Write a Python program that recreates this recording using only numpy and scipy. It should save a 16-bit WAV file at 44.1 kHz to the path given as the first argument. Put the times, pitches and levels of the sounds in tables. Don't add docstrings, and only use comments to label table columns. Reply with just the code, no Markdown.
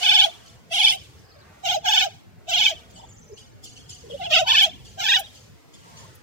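import sys
import numpy as np
from scipy import signal
from scipy.fft import rfft, irfft
from scipy.io import wavfile
from scipy.ndimage import uniform_filter1d, map_coordinates

SR = 44100
rng = np.random.default_rng(int(sys.argv[2]) if len(sys.argv) > 2 else 0)


def nominal_scale(level):
    x = np.asarray(level, float) / 20
    return 10 ** x


def to_wav(s):
    ch = np.atleast_2d(s).T
    pcm = np.round(np.clip(ch, -1, 1) * 32767)
    wavfile.write(sys.argv[1], SR, pcm.astype(np.int16))


N = 274610


def rms_one(x):
    return x / np.sqrt(np.mean(x ** 2) + 1e-20)


def at_hz(points, hz):
    point_hz, point_db = np.transpose(points)
    return np.interp(np.log(hz), np.log(point_hz), point_db)


def drift(rate_hz, size):
    r = np.exp(-2 * np.pi * rate_hz / SR)
    settle = 9000
    noise = rng.standard_normal(size + settle)
    return rms_one(signal.lfilter([1], [1, -2 * r, r * r], noise)[settle:])


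def band(x, low_hz, high_hz):
    return signal.sosfilt(signal.butter(2, [low_hz, high_hz], "band", fs=SR, output="sos"), x)


def coloured(spectrum):
    hz = np.arange(1, N // 2 + 2) * SR / N
    return rms_one(irfft(rfft(rng.standard_normal(N)) * nominal_scale(at_hz(spectrum, hz)), N))


def add(track, s, sound):
    at = max(round(s * SR), 0)
    track[at:at + len(sound)] += sound[:N - at]


def swells(rows, rise_db_per_s, fall_db_per_s, floor_db):
    s, peak_db = np.transpose(rows)[:, :, None]
    hop = 64
    late = np.arange(0, N, hop) / SR - s
    drop_db = np.where(late < 0, -rise_db_per_s, fall_db_per_s) * late
    power = np.sum(nominal_scale(peak_db - drop_db) ** 2, axis=0) + nominal_scale(floor_db) ** 2
    return np.interp(np.arange(N) / hop, np.arange(len(power)), 10 * np.log10(power))


# (frequency [Hz], density [dB per Hz])
AIR_SPECTRUM = [(15, -36.5), (25, -21.5), (102, -2), (152, -15), (351, -13), (512, -12.5), (556, -23),
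                (619, -15), (1390, -30), (2200, -24.5), (3670, -37), (4550, -34), (15700, -55.5)]


def air():
    return nominal_scale(-56.5) * coloured(AIR_SPECTRUM)


# (time [s], peak level [dB])
HEAVY_ENGINES = [
    (0.0, -56),
    (2.4, -54),
    (4.4, -52.5),
    (6.1, -56.5),
]


def rumble():
    level_db = swells(HEAVY_ENGINES, rise_db_per_s=7, fall_db_per_s=7, floor_db=-60)
    lumps_db = 2.5 * drift(4, N)
    return nominal_scale(level_db + lumps_db) * rms_one(band(rng.standard_normal(N), 59, 173.3))


# (time [s], peak level [dB])
ROAD_PASSES = [
    (0.0, -47.5),
    (1.5, -56),
    (2.8, -60.5),
    (4.1, -62.5),
    (6.0, -56),
]


def traffic():
    level_db = swells(ROAD_PASSES, rise_db_per_s=31.5, fall_db_per_s=28.5, floor_db=-66.5)
    return nominal_scale(level_db) * rms_one(band(rng.standard_normal(N), 430, 1840))


# (time [s], peak level [dB])
BRIGHT_SWELLS = [(0.0, -38.5), (1.03, -55.5), (1.65, -62), (2.12, -63), (2.78, -60.5), (3.3, -69.5),
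                 (3.68, -70), (4.2, -56), (4.9, -57.5), (5.35, -55.5), (6.0, -55)]
STILL_DB = -72.5


def bright_swell_db():
    return swells(BRIGHT_SWELLS, rise_db_per_s=35.5, fall_db_per_s=48, floor_db=STILL_DB)


def bright_noise():
    level_db = bright_swell_db() + 0.9 * drift(6.2, N)
    return nominal_scale(level_db) * rms_one(band(rng.standard_normal((2, N)), 2000, 7650))


def glides(table, wobble, rate_hz):
    out = np.zeros(N)
    for s, length_s, start_hz, end_hz, level_db in table:
        n = round(length_s * SR)
        hz = np.linspace(start_hz, end_hz, n) * (1 + wobble * drift(rate_hz, n))
        tone = np.sin(2 * np.pi * np.cumsum(hz) / SR)
        level = nominal_scale(level_db + 8.5 + 4.8 * drift(20, n))
        add(out, s, level * signal.windows.tukey(n, 0.4) * tone)
    return out


# (time [s], length [s], start [Hz], end [Hz], level [dB])
DISTANT_CALLS = [
    (2.8, 0.28, 642.5, 621, -67),
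    (2.96, 0.1, 872, 800, -58.5),
    (5.8, 0.31, 1059, 945, -60),
]


def blurred_calls():
    return glides(DISTANT_CALLS, wobble=0.0686, rate_hz=130)


# (time [s], length [s], start [Hz], end [Hz], level [dB])
BIRD_WHISTLES = [
    (1.15, 0.34, 5100, 4200, -71),
    (2.9, 0.55, 7500, 5830, -67),
]


def whistles():
    return glides(BIRD_WHISTLES, wobble=0.055, rate_hz=150)


# (time [s], length [s], start [Hz], end [Hz], level [dB])
SOFT_CALLS = [
    (1.36, 0.037, 624, 590, -56),
    (3.29, 0.071, 452, 427, -55),
    (4.03, 0.07, 432, 437, -55),
    (4.1, 0.07, 481, 528, -43),
    (4.44, .12, 922, 1015, -37),
]


def far_calls():
    return glides(SOFT_CALLS, wobble=0.012, rate_hz=210)


# (time [s], peak level [dB])
MESH_TICKS = [
    (0.956, -42),
    (2.913, -54),
    (3.646, -41),
    (4.195, -53),
    (4.629, -24.5),
    (5.197, -24),
    (6.157, -45.5),
]


def ticks():
    out, t = np.zeros(N), np.arange(SR // 20) / SR
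    for s, peak_db in MESH_TICKS:
        snap = band(rng.standard_normal(len(t)), 8000, 17000)
        add(out, s - 0.002, nominal_scale(peak_db + 1.0 - 60 * t / 0.039) * snap)
    return out


# (time [s], peak level [dB], top resonance against the lowest [dB])
NEIGHBOUR_CLUCKS = [(0.4597, -41.5, -10), (1.5194, -77.5, 15), (2.9001, -50, -3.5), (2.9586, -36, -18.5),
                    (3.372, -38.5, -8), (3.6376, -34.5, -2.5), (3.7625, -38, -12), (3.8919, -34.5, -2),
                    (4.0985, -29.5, -37.5), (4.8491, -39.5, -6), (5.344, -42, -4), (5.7337, -44.5, -7),
                    (5.9687, -43, -1.5)]
# (frequency [Hz], width [Hz], level [dB])
CLUCK_RESONANCES = [(3180, 230, -4.5), (4820, 400, -4.5), (6530, 180, 0.5)]


def clucks():
    out, t = np.zeros(N), np.arange(SR // 3) / SR
    decay = nominal_scale(-60 * t / 0.22) + nominal_scale(-3.0 - 60 * t / 0.76)
    shape = np.minimum(t / 0.0054, 1) * decay
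    for s, peak_db, tilt_db in NEIGHBOUR_CLUCKS:
        puff = rng.standard_normal(len(t))
        sound = nominal_scale(4.5 + tilt_db / 2) * band(puff, 3360, 7900)
        for k, (hz, width_hz, level_db) in enumerate(CLUCK_RESONANCES):
            ring = rms_one(band(puff, hz - width_hz / 2, hz + width_hz / 2))
            sound = sound + nominal_scale(level_db + tilt_db * k / 2) * ring
        add(out, s, nominal_scale(peak_db - 11.5) * shape * sound)
    return out


def honk_shape(length_s, climb_s, first_hz, top_hz):
    t = np.arange(round(length_s * SR)) / SR
    left_s = length_s - t
    close_s = min(0.08, 0.4295 * length_s)
    slack = np.clip(1 - t / climb_s, 0, 1) ** 1.4
    shut = np.clip(1 - left_s / close_s, 0, 1)

    hz = top_hz + (first_hz - top_hz) * slack
    hz = hz + (690 - hz) * np.minimum(1.5 * shut, 1)

    attack_db = -31.5
    opening_db = attack_db * np.clip(1 - t / 0.029, 0, 1)
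    low_db = attack_db * np.clip(1 - t / 0.016, 0, 1)
    low_db = low_db - 4.5 * (1 - slack) * (1 - shut)
    low_db = low_db - 30.5 * np.clip(1 - left_s / 0.024, 0, 1)
    swell_db = 5.5 + 7 * max(top_hz - first_hz, 0) / 100
    high_db = opening_db - swell_db * slack - 48 * shut ** 1.36
    stopped = np.clip((shut - 0.3) * close_s / 0.039, 0, 1)
    breath_db = opening_db - 2 * slack - 20 * stopped
    return t, hz, low_db, high_db, breath_db


# (time [s], length [s], first pitch [Hz], top pitch [Hz], overtones at full effort [dB])
PEAFOWL_HONKS = [
    (0.0, 0.31, 755, 808.8, -17),
    (0.697, 0.29, 706.5, 828.5, -17),
    (1.626, 0.18, 690, 775.6, -24),
    (1.83, .27, 782, 815, -18.5),
    (2.465, .29, 690, 828.4, -17.5),
    (4.186, .125, 705, 789, -32.5),
    (4.286, 0.172, 622, 703.4, -17),
    (4.449, 0.26, 831.5, 809.7, -16.5),
    (4.968, .27, 675, 877.4, -18),
]
# (fundamental [dB], second partial against the throat [dB], breath [dB],
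# thin top of the breath [dB], time to full effort [s])
HONK_BEARING = [(-26.5, 4, -32, -12.5, 0.083), (-30.5, -3.5, -32, -5.5, .19),
                (-23.5, 6.5, -31, -26.5, 0.089), (-23.5, 11.5, -28.5, -43.5, .16),
                (-29.5, 1, -30.5, -25, .21), (-27.5, 7.5, -50.5, -17, 0.087), (-21, 7, -30.5, -23, .08),
                (-28, 8.5, -30.5, -19, 0.12), (-28, 13, -32, -27, .15)]
# (frequency [Hz], level [dB])
THROAT_SPECTRUM = [(1200, -16.5), (1700, -15.5), (2400, -1), (3200, 9.5), (3800, 1), (4300, -11.5),
                   (5000, -6), (5700, -22), (7500, -24.5), (9000, -41)]
# (frequency [Hz], density [dB per Hz])
BREATH_SPECTRUM = [(3500, -29.5), (4700, -12.5), (6000, -4), (7600, -14.5), (8400, -36), (11300, -45.5),
                   (12500, -20.5), (16000, -22.5)]


def honks():
    out, breath = np.zeros((2, N)), coloured(BREATH_SPECTRUM)
    rasp = band(coloured(THROAT_SPECTRUM), 2200, 6000)
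    thin = rms_one(band(band(rng.standard_normal(N), 9100, 10000), 9100, 10000))
    pan = nominal_scale(np.array([[-0.75], [0.75]]))
    k = np.arange(2, 14)[:, None]
    for honk, bearing in zip(PEAFOWL_HONKS, HONK_BEARING):
        s, length_s, first_hz, top_hz, full_db = honk
        tone_db, second_db, air_db, thin_db, climb_s = bearing
        t, hz, low_db, high_db, breath_db = honk_shape(length_s, climb_s, first_hz, top_hz)
        n = len(t)
        at = max(round(s * SR), 0)
        span = slice(at, at + n)

        jitter = 0.0057 * drift(90, SR // 2)[:n]
        phase = 2 * np.pi * np.cumsum(hz * (1 + jitter)) / SR
        pulsed = 1 + 0.29 * np.cos(phase)

        weight = nominal_scale(at_hz(THROAT_SPECTRUM, k * hz) + second_db * (k == 2))
        weight /= np.sqrt(np.sum(weight ** 2, axis=0) / 2)
        shimmer = nominal_scale(3.0 * np.array([drift(50, SR // 2)[:n] for _ in k]))
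        partials = np.sin(k * phase + rng.uniform(0, 2 * np.pi, k.shape))
        overtones = np.sum(weight * shimmer * partials, axis=0)

        waver_db = 2.0 * drift(6.7, SR // 2)[:n]
        fundamental = nominal_scale(tone_db + low_db + waver_db) * np.sin(phase)
        breathing = pulsed * (breath[span] + nominal_scale(thin_db) * thin[span])
        plain = fundamental + nominal_scale(air_db + breath_db - 4.0) * breathing
        bright = nominal_scale(full_db + high_db) * (overtones + nominal_scale(-22) * pulsed * rasp[span])
        edge = np.clip(np.minimum(t, length_s - t) / 0.031, 0, 1)
        out[:, span] += edge * (plain + pan * bright)
    return out


def yard(x):
    t60_s = 0.44
    t = np.arange(round(t60_s * SR)) / SR
    build_up = np.clip(t / 0.03, 0, 1)
    tail = band(rng.standard_normal(len(t)), 330, 9000) * nominal_scale(-60 * t / t60_s) * build_up
    tail = tail / np.sqrt(np.sum(tail ** 2))
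    slap = np.zeros(N)
    add(slap, 0.11, nominal_scale(-29.0) * band(x, 4000, 14000))
    return nominal_scale(-27.5) * signal.fftconvolve(x, tail)[:N] + slap


def scene():
    background = air() + rumble() + traffic() + bright_noise()
    others = blurred_calls() + whistles() + far_calls() + clucks()
    bird = honks()
    return background + ticks() + others + bird + yard(bird.mean(axis=0) + others)


def flutter(dry):
    flutter_hz, depth = 20, 0.0952
    t = np.arange(N) / SR
    bent = t + depth / (2 * np.pi * flutter_hz) * np.sin(2 * np.pi * flutter_hz * t)
    return np.array([map_coordinates(c, [bent * SR], order=3, mode="mirror") for c in dry])


# (time [s], phase [radians])
LEFT_BASS_LEAD = [
    (0, 1),
    (1.7, 3.5),
    (5.0, -0.7),
    (6.23, -3),
]


def wandering_phase(hz, s):
    smear_s, wander_per_s, count = 0.0068, 3.0, 32
    knots = uniform_filter1d(rng.standard_normal((2, len(hz), 40)), count, axis=1)
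    knots = knots * count * np.sqrt(2) * np.pi * hz[1] * smear_s
    place = np.meshgrid(np.arange(len(hz)), s * wander_per_s, indexing="ij")
    left, right = [map_coordinates(knot, place, order=1) for knot in knots]
    bass = np.exp(-(hz[:, None] / 110) ** 2)
    lead = np.interp(s, *np.transpose(LEFT_BASS_LEAD))
    return np.array([left * (1 - bass) + lead * bass, right * (1 - bass)])


def smear(x):
    hz, s, bands = signal.stft(x, SR, nperseg=2048, noverlap=1792)
    bands = bands * np.exp(1j * wandering_phase(hz, s)) * (hz < 15850)[:, None]
    return signal.istft(bands, SR, nperseg=2048, noverlap=1792)[1][:, :N]


def top_hiss():
    level_db = -76 + 0.42 * (bright_swell_db() - STILL_DB)
    return nominal_scale(level_db) * rms_one(band(rng.standard_normal((2, N)), 12300, 15800))


def low_pass(x):
    return signal.sosfilt(signal.butter(12, 15890, fs=SR, output="sos"), x)


def record(dry):
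    out = nominal_scale(2.5) * smear(flutter(dry)) + top_hiss()
    limit = 0.9
    rounded = out / (1 + (out / limit) ** 8) ** (1 / 8)
    return low_pass(rounded)


dry = scene()
out = record(dry)
to_wav(out)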